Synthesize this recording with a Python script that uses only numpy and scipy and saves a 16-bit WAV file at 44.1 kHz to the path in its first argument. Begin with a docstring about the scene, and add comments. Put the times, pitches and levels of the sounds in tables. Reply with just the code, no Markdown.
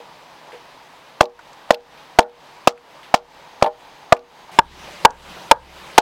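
"""An axe hews a long beam in a forest clearing, a blow every half second, over a stream rushing far off. Each
blow swishes, thuds as a decaying swing of wood, rings the beam's modes and tears fibres as noise bursts; light
knocks ring the beam too, and chips tick as short noise rattles. Trunks scatter the sound, an insect whirrs. The
scene changes for the last four blows: they are heard from close by, where the ground shakes the microphone
harder. The recorder overloads, pulls its gain down a few milliseconds late and lets it recover more slowly."""
import sys
import numpy as np
from scipy import signal
from scipy.io import wavfile
from scipy.ndimage import uniform_filter1d

SR = 44100
rng = np.random.default_rng(int(sys.argv[2]) if len(sys.argv) > 2 else 0)


def persist_wave(psi):
    """Save psi, clipped to +-1, as 16-bit WAV."""
    counts = np.round(np.clip(psi, -1, 1) * 32767).astype(np.int16)
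    wavfile.write(sys.argv[1], SR, np.atleast_2d(counts).T)


def boost_factor(decibels):
    """Convert a level in decibels to a linear amplitude factor."""
    exponent = np.asarray(decibels, float) / 20
    return 10 ** exponent


N = 265041
CUT_S = 4.515  # the scene changes here; from now on the blows are heard from close by


def rms_one(x):
    """Scales to unit power."""
    return x / np.sqrt(np.mean(x ** 2) + 1e-20)


def band(x, low_hz, high_hz):
    """Second-order Butterworth band-pass."""
    edges_hz = np.clip([low_hz, high_hz], 10, 19000)
    return signal.sosfilt(signal.butter(2, edges_hz, "band", fs=SR, output="sos"), x)


def fade(t60, seconds):
    """Time axis and an exponential decay that falls 60 dB in t60 seconds."""
    t = np.arange(int(seconds * SR)) / SR
    return t, boost_factor(-60 * t / t60)


def add(track, s, sound):
    """Mixes a short sound into the track at s seconds."""
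    i = round(s * SR)
    track[i:i + len(sound)] += sound[:N - i]


def drift(rate):
    """Slow chance: normal draws of spread 1, rate per second, joined by straight lines."""
    steps = rng.standard_normal(int(rate * N / SR) + 2)
    return np.interp(np.arange(N) * rate / SR, np.arange(len(steps)), steps)


# spectrum of the stream from the first, distant standpoint: (f/Hz, relative level/dB per Hz)
STREAM_FROM_AFAR = [(18, -69), (30, -47), (59, -36), (149, -4), (204, -11.5), (272, -6.5), (372, -8),
                    (567, -3), (613, -13), (681, -5), (818, 4.5), (1180, -6.5), (4160, -13.5),
                    (15900, -44.5)]
# spectrum of the stream from the second standpoint, beside the beam: (f/Hz, relative level/dB per Hz)
STREAM_FROM_BEAM = [(18, -39), (30, -9), (111, -16), (157, 5), (238, -10), (425, 3), (497, -17),
                    (567, -0.5), (737, -2.5), (885, 1), (1380, -5.5), (3370, -7), (15900, -34)]


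def stream(spectrum, patchy_db):
    """Rushing water: third-octave noise bands that each flicker, a little in step."""
    out = 0
    together = drift(3.0)
    edges_hz = 25 * 2 ** np.arange(0, 9.5, 1 / 3)
    white = rng.standard_normal((2, N))
    hz, level_db = np.transpose(spectrum)
    for k, (low, high) in enumerate(zip(edges_hz, edges_hz[1:])):
        gain_db = np.interp(np.log(low * high) / 2, np.log(hz), level_db)
        flicker_db = patchy_db * (0.43 * together + drift(26.0))
        # neighbouring bands draw on different noise
        out = out + boost_factor(gain_db + flicker_db) * band(white[k % 2], low, high)
    return rms_one(out)


def hiss(near):
    """Steady white noise, 5.3 dB stronger at the near standpoint."""
    return boost_factor(-65 + 5.3 * near) * rng.standard_normal(N)


# sway of what carries the microphone: (f/Hz, typical level/dB within the jolt, t60/s)
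MICROPHONE_SWAY = [(27, -2, 0.61), (64.5, -3.5, .8)]


def ground():
    """Earth under the microphone murmurs; each blow jolts it and sways the support, more from close by."""
    out = boost_factor(-71.5) * rms_one(band(rng.standard_normal(N), 20, 70))
    for s, *_ in AXE_BLOWS:
        t, decay = fade(0.45, seconds=.5)
        shudder = decay * rms_one(band(rng.standard_normal(len(t)), 25, 180))
        chances = rng.standard_normal((len(MICROPHONE_SWAY), 2))
        for (hz, level_db, t60), chance in zip(MICROPHONE_SWAY, chances):
            swing = fade(t60, seconds=.5)[1] * np.sin(2 * np.pi * hz * t + chance[1])
            shudder = shudder + boost_factor(level_db + 2.8 * chance[0]) * swing
        jolt_db = -30 if s > CUT_S else -49
        add(out, s, boost_factor(jolt_db) * shudder * np.clip((.5 - t) * 10, 0, 1))
    return out


# ringing modes of the beam: (f/Hz, relative level/dB, t60/s when undamped)
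BEAM_MODES = [(217, -7.5, 0.18), (257.2, -19.5, 0.29), (378, -12.5, 0.23), (479.6, 1, .22),
              (611.7, 2, 0.15), (787, 0, 0.081), (816, -5, 0.16), (891, 1.5, 0.096), (955, -20, 0.085),
              (1032, -0.5, 0.12), (1392, -6, 0.12), (1480, -13, 0.14), (1733, 3.5, .08), (2020, -47, 0.083),
              (2120, -11, .06)]


def beam_ring(spot_hz, reach, rise_s, sustain):
    """Modes near the pitch of the struck spot speak best; countless small ones blur into a woody wash."""
    hz, level_db, t60 = np.transpose(BEAM_MODES)[:, :, None]
    t, wash_decay = fade(0.1, seconds=.25)
    chance = rng.standard_normal((2, len(BEAM_MODES), 1))
    # reach, in octaves, is the distance at which a mode speaks 2.6 dB weaker
    octaves_off = np.log2(hz / spot_hz)
    strength_db = level_db + 2.93 * chance[0] - 2.6 * (octaves_off / reach) ** 2
    decaying = boost_factor(strength_db - 60 * t / (t60 * sustain))
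    modes = -decaying * np.sin(2 * np.pi * hz * t + 0.73 * chance[1])
    edges_hz = spot_hz * 2 ** (reach * np.array([-1.2, 1.5]))
    wash = rng.standard_normal(len(t))
    wash = rms_one(band(band(wash, *edges_hz), *edges_hz))
    ring = modes.sum(axis=0) + boost_factor(-1.0) * reach * wash_decay * wash
    return ring * (1 - np.exp(-t / rise_s))


# lighter knocks on the beam, by foot, rebounding blade or a splitting slab that chatters:
# (t/s, level/dB, f/Hz of the spot touched)
BEAM_KNOCKS = [(0.002, -34, 478), (0.530, -35.5, 478), (0.544, -34, 478), (1.229, -4.5, 526),
               (1.7315, -13, 565), (2.217, -14, 563), (3.638, -7, 680), (3.644, -3.5, 684),
               (3.653, -18, 677), (3.662, -6.5, 735), (3.672, -17.5, 700), (3.677, -18.5, 720)]


def knocks():
    """Light touches ring the same beam in a narrower range; softer ones sound purer."""
    out = np.zeros(N)
    for s, level_db, spot_hz in BEAM_KNOCKS:
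        reach = max(.1, .52 + .0105 * level_db)
        add(out, s, boost_factor(level_db) * beam_ring(spot_hz, reach, rise_s=0.00033, sustain=0.7))
    return out


# the loudest chips that snap off or land: (t/s, level/dB, f/Hz)
LOUD_CHIPS = [(1.2055, -26.5, 4000), (1.222, -18, 4500), (1.240, -21, 5000), (1.255, -21, 3970),
              (1.391, -31.5, 1250), (1.531, -39, 4960), (1.690, -35, 910), (1.722, -26, 3400),
              (1.736, -20, 3500), (1.7438, -9.5, 3500), (2.205, -8.5, 5070), (2.228, -23, 3000),
              (2.776, -36, 2000), (3.613, -31.5, 1300), (4.166, -23, 2200), (4.172, -32, 4160),
              (4.192, -33, 4000), (4.492, -38.5, 850), (5.106, -19.5, 5500)]
# soft rubs of foot and shavings: (t/s, level/dB, f/Hz)
SOFT_RUBS = [(0.470, -40, 855), (0.520, -43, 2500), (1.974, -47.5, 3200), (3.03, -44, 2840)]


def chips():
    """Chips and rubs are small dying rattles around their own pitch, with a brighter edge."""
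    out = np.zeros(N)
    # each knock cracks a sliver
    ticks = LOUD_CHIPS + [(s, level_db - 10.5, 2930) for s, level_db, _ in BEAM_KNOCKS]
    # three small slivers after each blow come at random, fainter the later they land
    for s, *_ in AXE_BLOWS:
        for early, size, pitch in rng.random((3, 3)):
            wait_s = .012 - 0.085 * np.log(1 - early)
            sliver_db = -35 - 60 * wait_s - 8.0 * size
            sliver_hz = 4200 * 2 ** (pitch - .5)
            ticks.append((s + wait_s, sliver_db, sliver_hz))
    # a chip decays by 60 dB in 81 cycles, a rub in 0.33 s; both are cut off at 69 ms
    events = [(s, level_db, hz, 81 / hz) for s, level_db, hz in ticks]
    events += [(*rub, 0.33) for rub in SOFT_RUBS]
    for s, level_db, hz, t60 in events:
        t, decay = fade(t60, seconds=0.069)
        noise = rng.standard_normal(len(t))
        body = rms_one(band(noise, hz / 1.62, hz * 1.32))
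        edge = 0.18 * rms_one(band(noise, hz, hz * 4.0))
        onset = 1 - np.exp(-t / 0.00023)
        if s < N / SR:
            add(out, s, boost_factor(level_db) * decay * (body + edge) * onset)
    return out


def trees(x):
    """Trunks and log piles around the clearing return a dull, dense, quickly dying scatter."""
    t, decay = fade(0.18, seconds=.4)
    scatter = band(rng.standard_normal(len(t)), 125, 1800) * decay * (t > .008)
    return boost_factor(-31.0) * signal.fftconvolve(x, scatter / np.sqrt(np.sum(scatter ** 2)))[:N]


# axe blows: (t/s, thud level/dB, thud f/Hz at first touch, blade contact/ms, tearing level/dB)
AXE_BLOWS = [(1.208, 12, 607, 3.9, -12), (1.7059, 8, 623, 3.9, -13), (2.1875, 17.5, 669.7, 7.1, -11),
             (2.673, 9.5, 649, 4.46, -6.5), (3.1408, 7.5, 693, 4.4, -8), (3.6240, 6.5, 664, 2.76, -16.5),
             (4.1229, 13, 619, 9.5, -15.5), (4.5877, 15.5, 869.5, 6.85, -21),
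             (5.0497, 21.5, 843, 8.46, -21), (5.5122, 20, 864, 6.75, -8.5), (5.9793, 20.5, 830, 7.2, 4.5)]


def swish():
    """The falling head pushes air, louder as it speeds up."""
    t, decay = fade(0.18, seconds=.2)
    air = rms_one(band(rng.standard_normal(len(t)), 630, 1200))
    return boost_factor(-44.0) * (decay * air)[::-1]


def thud(hz, contact_ms, near):
    """Wood under the blade swings, stiffening as the steel wedges in; glancing cuts shake it unevenly."""
    t, decay = fade(.052 if near else .04, seconds=.2)
    turns = hz * (t + 11.0 * np.minimum(t, contact_ms / 1000) ** 2)
    after_ms = 1000 * t - contact_ms
    uneven = (.3 if near else .5) * boost_factor(-np.clip(after_ms, 0, None))
    shake = rms_one(band(band(rng.standard_normal(len(t)), 321, 1350), 321, 1350))
    # a higher swing of the slab beats against the first, most on glancing cuts
    overtone = uneven * np.sin(2 * np.pi * 1.75 * turns + 1.0)
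    swing = -np.sin(2 * np.pi * turns + 0.96) - overtone + 1.443 * uneven * shake
    # the square-struck end swings on when the blade lets go
    released_db = 3 if near else 20
    pressing = np.clip(t / 0.00097, 0, 1) * boost_factor(-np.clip(14.7 * after_ms, 0, released_db))
    return decay * swing * pressing


def tearing(near):
    """Fibres part in clumped bursts of noise."""
    t, decay = fade(.045 if near else .075, seconds=.2)
    noise = rng.standard_normal((2, len(t)))
    clumped = noise[1] * boost_factor(4.3 * rms_one(band(noise[0], 52, 220)))
    return decay * rms_one(band(clumped, 1600, 6000) + .12 * clumped)


def blows():
    """Swish, thud, ring and tearing of each stroke: mid-span at first, at the held end from close by."""
    out = np.zeros(N)
    for s, thud_db, thud_hz, contact_ms, tear_db in AXE_BLOWS:
        near = s > CUT_S
        rush = swish()
        add(out, s - len(rush) / SR, rush)
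        add(out, s, boost_factor(thud_db) * thud(thud_hz, contact_ms, near))
        # the beam rings under the thud; a foot on its end damps it
        ring_db = thud_db - (25 if near else 20)
        ring_hz = thud_hz * (0.9 if near else 0.91)
        reach, sustain = (.68, .5) if near else (.75, 1)
        add(out, s, boost_factor(ring_db) * beam_ring(ring_hz, reach, rise_s=0.0014, sustain=sustain))
        add(out, s + 0.001098, boost_factor(tear_db) * tearing(near))
    return out


def insect():
    """A faint narrow whirr in the trees that sets in late and wavers."""
    whirr = rms_one(band(rng.standard_normal(N), 6500 - 130, 6500 + 130))
    onset = np.clip((np.arange(N) / SR - 3.3) / 0.25, 0, 1)
    return boost_factor(-70 + 1.7 * drift(4.0)) * whirr * onset


def scene():
    """Work in front, water behind; the scene changes once."""
    # the work carries little bass below 150 Hz
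    work = band(blows() + knocks() + chips(), 150, 18000)
    near = np.clip((np.arange(N) / SR - CUT_S) / 0.0019, 0, 1)
    far_place = boost_factor(-45) * stream(STREAM_FROM_AFAR, patchy_db=0.9) + insect()
    near_place = boost_factor(-39) * stream(STREAM_FROM_BEAM, patchy_db=2.2)
    surroundings = (1 - near) * far_place + near * near_place
    return (work + trees(work) + ground() + surroundings + hiss(near))[None]


def low_pass(x):
    """Removes everything above the highest recorded frequency."""
    return signal.sosfilt(signal.butter(12, 16010, fs=SR, output="sos"), x)


def record(dry):
    """Gain control that reacts a few ms late and recovers more slowly, then a hard ceiling."""
    t = np.arange(N) / SR
    level_db = 10 * np.log10(uniform_filter1d(dry[0] ** 2, size=128) + 1e-12)
    excess_db = np.clip(0.63 * (level_db + 17.5), 0, 17)
    # the cut is let go at 70 dB per second
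    held_db = np.maximum.accumulate(excess_db + 70 * t) - 70 * t
    late_db = np.interp(t - .006, t, held_db)
    pole = np.exp(-1 / (0.0044 * SR))  # the gain glides with a 4.4 ms time constant
    cut_db = signal.lfilter([1 - pole], [1, -pole], late_db)
    mix = np.clip(dry * boost_factor(-cut_db), -1, 1)
    return low_pass(mix)


dry = scene()
out = record(dry)
persist_wave(out)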